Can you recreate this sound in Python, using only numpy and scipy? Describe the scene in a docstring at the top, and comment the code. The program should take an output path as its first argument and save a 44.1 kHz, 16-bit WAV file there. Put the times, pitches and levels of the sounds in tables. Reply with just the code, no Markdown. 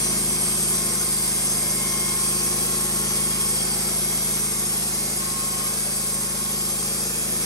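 """Outdoors, beside a petrol bandsaw mill that saws along a log; midway the listener backs slowly away.
A twin-cylinder engine throbs with uneven firing and sags a little under load. Its valves and covers
clatter, its fan and the band wheels rush. The blade, belted to the engine, hisses in the cut as fibres
tear; the steel band rings, whistles and catches, and its passing teeth sing a tone that comes and goes."""
import sys
import numpy as np
from scipy import signal
from scipy.fft import rfft, irfft, next_fast_len
from scipy.io import wavfile
from scipy.ndimage import uniform_filter1d

SR = 44100
rng = np.random.default_rng(int(sys.argv[2]) if len(sys.argv) > 2 else 0)


def wav_record(signal):
    """Record a signal, one row per channel, as 16-bit PCM in the file named by sys.argv[1]."""
    frames = np.transpose(np.atleast_2d(signal))
    bounded = np.clip(frames, -1, 1)
    # unit amplitude maps onto the largest positive 16-bit level
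    quanta = np.round(bounded * 32767).astype(np.int16)
    wavfile.write(sys.argv[1], SR, quanta)


N = 328545
TIME = np.arange(N) / SR
FREQS = np.fft.rfftfreq(N, 1 / SR)

# Levels in the tables are relative within a layer. An order is a multiple of the engine's cycle rate.
# stereo image: (f/Hz, coherence 0-1, left phase lead/rad, left minus right/dB)
STEREO_IMAGE = [(50, .995, .17, 0), (130, .99, .3, 1), (210, .98, .37, 1.2), (380, .9, .6, 4.2),
                (750, .7, 1.3, 5), (1100, .4, .7, 2), (1500, .35, 1.3, 1), (2100, .5, 1.1, 0),
                (2550, .6, 2.7, -1), (2900, .9, 3.1, 0), (3080, .85, 3.1, 1), (3280, .4, 2.8, 3),
                (3600, .2, 1.8, 2), (4100, .2, -.6, 2.5), (5000, .45, .7, 2.5), (6100, .62, .35, 1.5),
                (7600, .5, 0, 1), (8150, .15, .9, 0), (8900, .55, -.8, 0), (9400, .74, -2.2, -1),
                (9700, .89, -2.95, -1), (10150, .99, -3.14, 0), (10500, .96, -3.3, 0),
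                (11000, .84, -4.4, 1), (11800, .85, -6.2, 0), (12400, .8, -6.4, 0), (13500, .7, -9.4, 0),
                (15500, .6, -12.5, 0)]
# load dragging the engine down: (t/s at the slowest, cycle rate drop/Hz, slowing/s, recovery/s)
LOAD_SAGS = [(1.38, .59, .75, 1.15), (4.85, .25, .55, 1.8)]
# hum of rotating parts: (order, level/dB)
WHINE_ORDERS = [(21, -52), (23, -57), (27, -60), (29, -52), (31, -55.5), (39, -61), (40, -54.5), (42, -60),
                (44, -59)]
# spectrum of exhaust gas, fan and band wheels: (f/Hz, level/dB)
RUSH_SPECTRUM = [(20, -88), (55, -82), (140, -75.5), (190, -68), (260, -67), (320, -70.7), (400, -68.5),
                 (460, -67.5), (620, -70.3), (800, -70.3), (960, -72.5), (1250, -69.7), (1950, -75.3),
                 (2400, -73), (3700, -73)]
# the two cylinders: (place/cycles, strength)
FIRINGS = [(.424, 1.0), (.799, .96)]
# muffler chambers: (f/Hz, width/Hz)
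MUFFLER_CHAMBERS = [(60, 172), (399, 38)]
# exhaust note: (order, level/dB)
EXHAUST_ORDERS = [(1, -70), (2, -39.5), (3, -51), (4, -58), (5, -40), (6, -39), (7, -38), (8, -36.5),
                  (9, -45.5), (10, -49), (11, -61), (12, -50.5), (13, -44), (14, -49.5), (15, -53),
                  (16, -45.5), (17, -47.7), (18, -57), (19, -53), (20, -54)]
# whistles of the band: (start t/s, end t/s, order, level/dB)
BAND_WHISTLES = [(0, .1, 97.4, -46), (.05, .65, 116.5, -45.7), (.2, .6, 100.5, -52), (.4, .8, 122.8, -50),
                 (.92, 1.6, 126.6, -49), (1.1, 1.65, 115.8, -52), (1.7, 2.25, 122.9, -50),
                 (1.8, 2.4, 114.3, -49), (1.82, 2.05, 119.2, -48), (2.1, 2.85, 124.9, -49),
                 (2.15, 4.0, 109, -53), (2.27, 2.72, 98.3, -48), (3.05, 4.25, 124.3, -48.5),
                 (3.28, 3.65, 124.7, -47), (4.35, 5.2, 108.1, -53), (5.42, 5.62, 116.7, -47),
                 (6.52, 7.5, 108.4, -51), (6.52, 7.5, 123.9, -49)]
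# the band rubbing the kerf: (t/s, half length/s, f/Hz, half width/Hz, level/dB)
KERF_CATCHES = [(0.08, .08, 5920, 200, -35), (.3, 0.028, 6050, 500, -36), (.3, .018, 10100, 900, -25),
                (.425, 0.011, 8600, 400, -29), (.43, .025, 10300, 900, -31), (.68, .025, 8700, 400, -32),
                (.71, .02, 10200, 900, -23), (.86, .015, 8850, 400, -27), (1.008, 0.018, 6300, 250, -30),
                (1.025, .025, 10200, 900, -26), (1.455, .016, 10400, 900, -24), (1.5, 0.06, 6200, 300, -37),
                (1.575, .018, 10200, 900, -28), (1.705, .012, 6140, 500, -32),
                (2.26, .025, 10200, 900, -27.5), (2.29, .02, 8600, 400, -26.5),
                (3.11, 0.046, 6000, 300, -34), (3.55, 0.5, 10540, 110, -38), (4.41, 0.028, 6000, 900, -40),
                (6.607, 0.045, 4950, 160, -38), (6.95, 0.15, 4760, 200, -42), (6.99, 0.027, 8400, 400, -32)]
# the blade breaking into song: (start t/s, end t/s, tone level/dB, octave level/dB, left phase lead/rad)
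BLADE_SONGS = [(-.1, .12, -45, -46, -.5), (.15, .45, -54, -47, -.5), (0.75, 1.05, -44, -47, .9),
               (1.2, 1.42, -51, -46, 1.2), (1.583, 1.8, -45.5, -45, 1.3), (1.797, 2.1, -42.3, -40.3, .7),
               (2.12, 3.0, -41.6, -55, 1.25), (3.05, 3.4, -42.6, -48.5, 1.5), (3.45, 3.7, -43.5, -50, -2.5),
               (3.9, 4.55, -49.5, -47, -2.2), (4.98, 5.1, -49, -46.5, -2.5),
               (5.224, 5.65, -38.7, -54, -1.55), (5.95, 6.5, -45, -54, -.8), (6.55, 6.8, -47.5, -54, -.8)]
# drone of the tooth set: (t/s, level/dB)
DRONE_LEVELS = [(0, -38.5), (.9, -38), (1.4, -42.5), (2.45, -36), (3.2, -39.5), (3.65, -41), (5.75, -45.5),
                (7.45, -44)]
# harder (+) and softer (-) spots in the wood: (t/s, half length/s, shrill ringing level/dB)
WOOD_SPOTS = [(.55, 0.14, 1.5), (1.422, .15, 1.5), (1.95, 0.085, -1), (2.276, 0.063, 1.5),
              (3.1, 0.068, -1.5), (3.488, 0.13, 3.5), (5.247, 0.44, -1), (6.0, 0.25, 2), (6.43, 0.11, -1)]
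# modes of the steel band: (f/Hz, width/Hz, level/dB)
BAND_MODES = [(2297, 200, -12), (2575, 110, -6), (3265, 120, -6.5), (3620, 140, -11), (3984, 120, -9),
              (4370, 110, -8), (4670, 70, -4.5), (4790, 90, -3), (4906, 90, -2.5), (5050, 80, -2),
              (5410, 160, -4), (5820, 140, -5), (6440, 160, -6), (7530, 200, -7.5), (8330, 140, 1),
              (8500, 90, 2), (9380, 110, 4), (9870, 260, 6.5), (10470, 160, 5.5)]
# spectrum of teeth tearing wood and throwing sawdust: (f/Hz, level/dB)
HISS_SPECTRUM = [(3800, -72), (4500, -68.5), (4900, -67), (5600, -66), (5850, -65), (6450, -64.5),
                 (6900, -66.5), (7300, -66), (8000, -65.7), (8200, -58.5), (8600, -59), (9120, -60),
                 (9400, -57.3), (9950, -55.6), (10600, -55.7), (11000, -58.5), (11500, -63.3),
                 (11900, -69.5), (12900, -71.5), (14400, -95), (15700, -83)]

GOVERNED_HZ = 26.47  # four-stroke cycles per second
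RETREAT_S = (3.07, 5.84)  # the listener backs away between these times
SONG_ATTACK_S, SONG_RELEASE_S = .06, .1


def gain_of(db):
    """Decibels to amplitude."""
    return 10 ** (np.asarray(db) / 20)


def unit_rms(x):
    """Scales to rms 1."""
    return x / np.sqrt(np.mean(abs(x) ** 2) + 1e-20)


def over_freqs(rows):
    """Each column of a frequency table, spread over FREQS on a log axis."""
    hz, *columns = np.transpose(rows)
    return [np.interp(np.log(FREQS + 1), np.log(hz + 1), column) for column in columns]


def drift(rate_hz):
    """Smooth random wander of rms 1, no faster than about rate_hz."""
    size = next_fast_len(N)
    lowpass = np.exp(-(np.fft.rfftfreq(size, 1 / SR) / rate_hz) ** 2)
    return unit_rms(irfft(rfft(rng.standard_normal(size)) * lowpass, size)[:N])


def pulse(cycles, place, width):
    """A smooth bump once an engine cycle; place and width are in cycles."""
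    return np.exp(-(((cycles - place + .5) % 1 - .5) / width) ** 2)


def swell(start, end, attack, release):
    """An envelope that reaches 1 at start, holds until end and falls away; times in seconds."""
    return np.exp(-(np.maximum(start - TIME, 0) / attack) ** 2 - (np.maximum(TIME - end, 0) / release) ** 2)


def retreat(near_db, far_db):
    """A fader move from the near level to the far one as the listener backs away."""
    return np.interp(TIME, RETREAT_S, [near_db, far_db])


def in_stereo(pair, colour=1):
    """Filters two signals by colour and blends them into the stereo image, at rms 1."""
    coherence, lead, side_db = over_freqs(STEREO_IMAGE)
    left, other = rfft(pair) * colour
    right = (coherence * left + np.sqrt(1 - coherence ** 2) * other) * np.exp(-1j * lead)
    return unit_rms(irfft(np.array([left * gain_of(side_db / 2), right * gain_of(-side_db / 2)]), N))


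def shimmer(x, depth_db, bins, frames):
    """Lets patches of the spectrum, bins wide and frames long, swell and fade on their own; rms 1."""
    spectra = signal.stft(x, nperseg=2048, noverlap=1536)[2]
    patches = uniform_filter1d(rng.standard_normal(spectra.shape[1:]), bins, 0)
    patches = unit_rms(uniform_filter1d(patches, frames, 1))
    spectra *= gain_of(depth_db * patches)
    return unit_rms(signal.istft(spectra, nperseg=2048, noverlap=1536)[1][:, :N])


def engine_speed():
    """Cycle rate in Hz: the governor holds it, each load drags it down and lets it recover."""
    return GOVERNED_HZ - sum(hz * swell(t, t, slowing, recovery) for t, hz, slowing, recovery in LOAD_SAGS)


def tappet(cycles, level_db=-47, centre_hz=6240, half_width_hz=2300):
    """One loose valve ticks brightly, once in every engine cycle."""
    tick = pulse(cycles, place=.607, width=.033) * (1 + .25 * drift(14))
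    colour = np.exp(-((FREQS - centre_hz) / half_width_hz) ** 4)
    return gain_of(level_db) * in_stereo(rng.standard_normal((2, N)) * tick, colour)


def whine(cycles):
    """Rotating parts hum on a few high orders, each wavering a little in level."""
    hum = sum(gain_of(db) * np.cos(2 * np.pi * (order * cycles + rng.random())) * (1 + .16 * drift(3.7))
              for order, db in WHINE_ORDERS)
    return np.std(hum) * in_stereo([hum, np.zeros(N)])


def clatter(cycles, level_db=-41.5, low_cut_hz=520, tilt_hz=1100, points=1024):
    """Valves and covers rattle the same way in every cycle: a dense comb of lines above the exhaust."""
    places = np.arange(points) / points
    patterns = rng.standard_normal((2, points))
    rattle = np.array([np.interp(cycles % 1, places, pattern, period=1) for pattern in patterns])
    highpass = 1 - 1 / (1 + (FREQS / low_cut_hz) ** 8)
    colour = highpass / (1 + (FREQS / tilt_hz) ** 2) ** .05
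    return gain_of(level_db) * in_stereo(rattle * (1 + .53 * drift(52)), colour)


def rush(cycles, level_db=-36.5, crossover_hz=520, top_hz=4000, puff_delay=.04):
    """Gas puffs out just after each firing; above that the fan and wheels rush, throbbing lightly."""
    firing = sum(strength * pulse(cycles - puff_delay, place, width=.02) for place, strength in FIRINGS)
    throb = sum(pulse(cycles, place, width=.1) for place in (.35, .72))
    puffs = unit_rms(rng.standard_normal((2, N)) * (1 + .11 * firing))
    fan = unit_rms(rng.standard_normal((2, N)) * (1 + .11 * throb))
    low_share = 1 / (1 + (FREQS / crossover_hz) ** 6)
    air = irfft(rfft(puffs) * np.sqrt(low_share) + rfft(fan) * np.sqrt(1 - low_share), N)
    colour = gain_of(over_freqs(RUSH_SPECTRUM)[0]) / (1 + (FREQS / top_hz) ** 12)
    return gain_of(level_db) * shimmer(in_stereo(air, colour), depth_db=3, bins=2, frames=40)


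def exhaust(cycles, unsteadiness=.03):
    """Two unevenly spaced firings a cycle ring the muffler; no two burn quite alike."""
    mean_hz = cycles[-1] / TIME[-1]
    burn = drift(11)
    note = np.zeros(N)
    for order, db in EXHAUST_ORDERS:
        firings = sum(strength * np.exp(-2j * np.pi * order * place) for place, strength in FIRINGS)
        # the chambers draw out each pulse
        lag = sum(2 * np.arctan(2 * (order * mean_hz - hz) / width) for hz, width in MUFFLER_CHAMBERS)
        force = 1 + unsteadiness * np.log(order / 2) * (burn + drift(29))  # order 2 stays steady
        note -= gain_of(db) * force * np.cos(2 * np.pi * order * cycles + np.angle(firings) - lag)
    return np.std(note) * in_stereo([note, np.zeros(N)])


def whistles(cycles, level_db=-.5, roughness=.65):
    """Thin, grainy whistles of the band come and go; their pitch sags and recovers with the engine."""
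    grit = np.array([drift(15) + 1j * drift(15) for _ in range(2)])
    tones = sum(gain_of(db) * swell(start, end, SONG_ATTACK_S, SONG_RELEASE_S)
                * np.exp(2j * np.pi * order * cycles) for start, end, order, db in BAND_WHISTLES)
    grainy = ((np.array([[1], [0]]) + roughness * grit) * tones).real
    return gain_of(level_db) * np.std(tones) * in_stereo(grainy)


def catches():
    """The band rubs the kerf and one resonance flares: a narrow one screeches, a broad one spits."""
    flares = np.zeros((2, N))
    for peak_s, half_s, hz, half_width_hz, db in KERF_CATCHES:
        span = abs(TIME - peak_s) < 3 * half_s
        t = TIME[span] - peak_s
        colour = np.exp(-((np.fft.rfftfreq(len(t), 1 / SR) - hz) / half_width_hz) ** 2)
        noise = rng.standard_normal((2, N))[:, span]
        rub = unit_rms(irfft(rfft(noise) * colour, len(t)))
        flares[:, span] += gain_of(db) * np.exp(-(t / half_s) ** 2) * rub
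    return np.std(flares) * in_stereo(flares)


def song_envelopes(idle_tone_db=-50, idle_lead_rad=-2.15):
    """Tooth tone and octave levels in dB, set by the strongest song, and the tone's left phase lead."""
    start, end, tone_db, octave_db, lead = np.transpose(BLADE_SONGS)[:, :, None]
    shapes = swell(start, end, SONG_ATTACK_S, SONG_RELEASE_S)
    tone = np.maximum((shapes * gain_of(tone_db)).max(0), gain_of(idle_tone_db))
    octave = np.maximum((shapes * gain_of(octave_db)).max(0), gain_of(retreat(-87, -76.5)))
    singing = shapes.max(0)
    song_lead = (shapes * lead).sum(0) / (shapes.sum(0) + 1e-12)
    return 20 * np.log10(tone), 20 * np.log10(octave), singing * song_lead + (1 - singing) * idle_lead_rad


def blade_tone(periods, level_db, lead_rad, roughness):
    """A tone locked to the blade and roughened by uneven teeth."""
    pure = np.exp(.5j * lead_rad * np.array([[1], [-1]]))
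    grit = np.array([drift(67) + 1j * drift(76) for _ in range(2)])
    return gain_of(level_db) * unit_rms(((pure + roughness * grit) * np.exp(2j * np.pi * periods)).real)


def teeth(cycles, teeth_per_cycle=41.1):
    """Teeth strike the log in step with the engine; their left-right-straight set drones at 1/3 the rate."""
    strikes = teeth_per_cycle * cycles
    tone_db, octave_db, lead_rad = song_envelopes()
    # the louder the blade sings, the purer its tone
    tone_roughness = .32 * gain_of(-.5 * (tone_db - tone_db.mean()))
    octave_roughness = .42 * gain_of(-.6 * (octave_db - octave_db.mean()))
    tone = blade_tone(strikes, tone_db + .8, lead_rad, tone_roughness)
    octave = blade_tone(2 * strikes, octave_db + 1.8, lead_rad=.5, roughness=octave_roughness)
    drone_db = np.interp(TIME, *np.transpose(DRONE_LEVELS)) - 4
    drone = blade_tone(strikes / 3, drone_db, lead_rad=.87, roughness=.22)
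    return tone + octave + drone * gain_of([[2.2], [-2.2]])  # the drone sits to the left


def bite(hold_s=.98, fade_db_per_s=.96):
    """Gains in dB for the cut: hard wood lifts its body slightly and its shrill ringing fully."""
    hardness_db = sum(db * swell(t, t, half_s, half_s) for t, half_s, db in WOOD_SPOTS)
    fade_db = fade_db_per_s * np.maximum(TIME - hold_s, 0)  # the shrillness dies down along the cut
    return retreat(.87, -.44) + .11 * hardness_db, 2.33 - fade_db + hardness_db


def cut(hiss_db=-25, low_cut_hz=3700, shrill_hz=8650, shrill_half_width_hz=650):
    """Tearing fibres hiss unevenly and set the steel band ringing."""
    tearing = (1 + .042 * drift(25)) * (1 + .087 * drift(790))
    highpass = 1 - 1 / (1 + (FREQS / low_cut_hz) ** 12)
    colour = gain_of(over_freqs(HISS_SPECTRUM)[0]) * highpass
    hiss = in_stereo(rng.standard_normal((2, N)) * tearing, colour)
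    hiss = shimmer(hiss, depth_db=3.5, bins=2, frames=24)
    hiss = shimmer(hiss, depth_db=.7, bins=30, frames=3)
    mode_power = sum(gain_of(db) ** 2 / (1 + (2 * (FREQS - hz) / width) ** 2) ** 2
                     for hz, width, db in BAND_MODES)
    ring = in_stereo(rng.standard_normal((2, N)) * tearing, np.sqrt(mode_power))
    ring = shimmer(ring, depth_db=4, bins=2, frames=26)
    sawing = gain_of(hiss_db) * hiss + gain_of(retreat(-30.5, -31.5)) * ring
    shrill = irfft(rfft(sawing) / (1 + ((FREQS - shrill_hz) / shrill_half_width_hz) ** 4), N)
    body_db, shrill_db = bite()
    return gain_of(body_db) * (sawing - shrill) + gain_of(shrill_db) * shrill


def scene():
    """The engine as the bed, the blade on top; one crankshaft sets the pitch of both."""
    cycle_hz = engine_speed()
    cycles = np.cumsum(cycle_hz) / SR
    machinery = rush(cycles) + clatter(cycles) + whine(cycles) + tappet(cycles)
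    exhaust_db = retreat(.5, -2.15) + 3 * (cycle_hz - GOVERNED_HZ)  # softer as the engine slows
    engine = gain_of(retreat(1, -.9)) * machinery + gain_of(exhaust_db) * exhaust(cycles)
    return engine + cut() + teeth(cycles) + whistles(cycles) + catches()


def record(dry):
    """A steep high cut at 15.8 kHz takes the very top off the mix."""
    lowpass = signal.firwin(511, 15800, window=("kaiser", 9), fs=SR)
    return signal.oaconvolve(dry, lowpass[None], "same")


dry = scene()
out = record(dry)
wav_record(out)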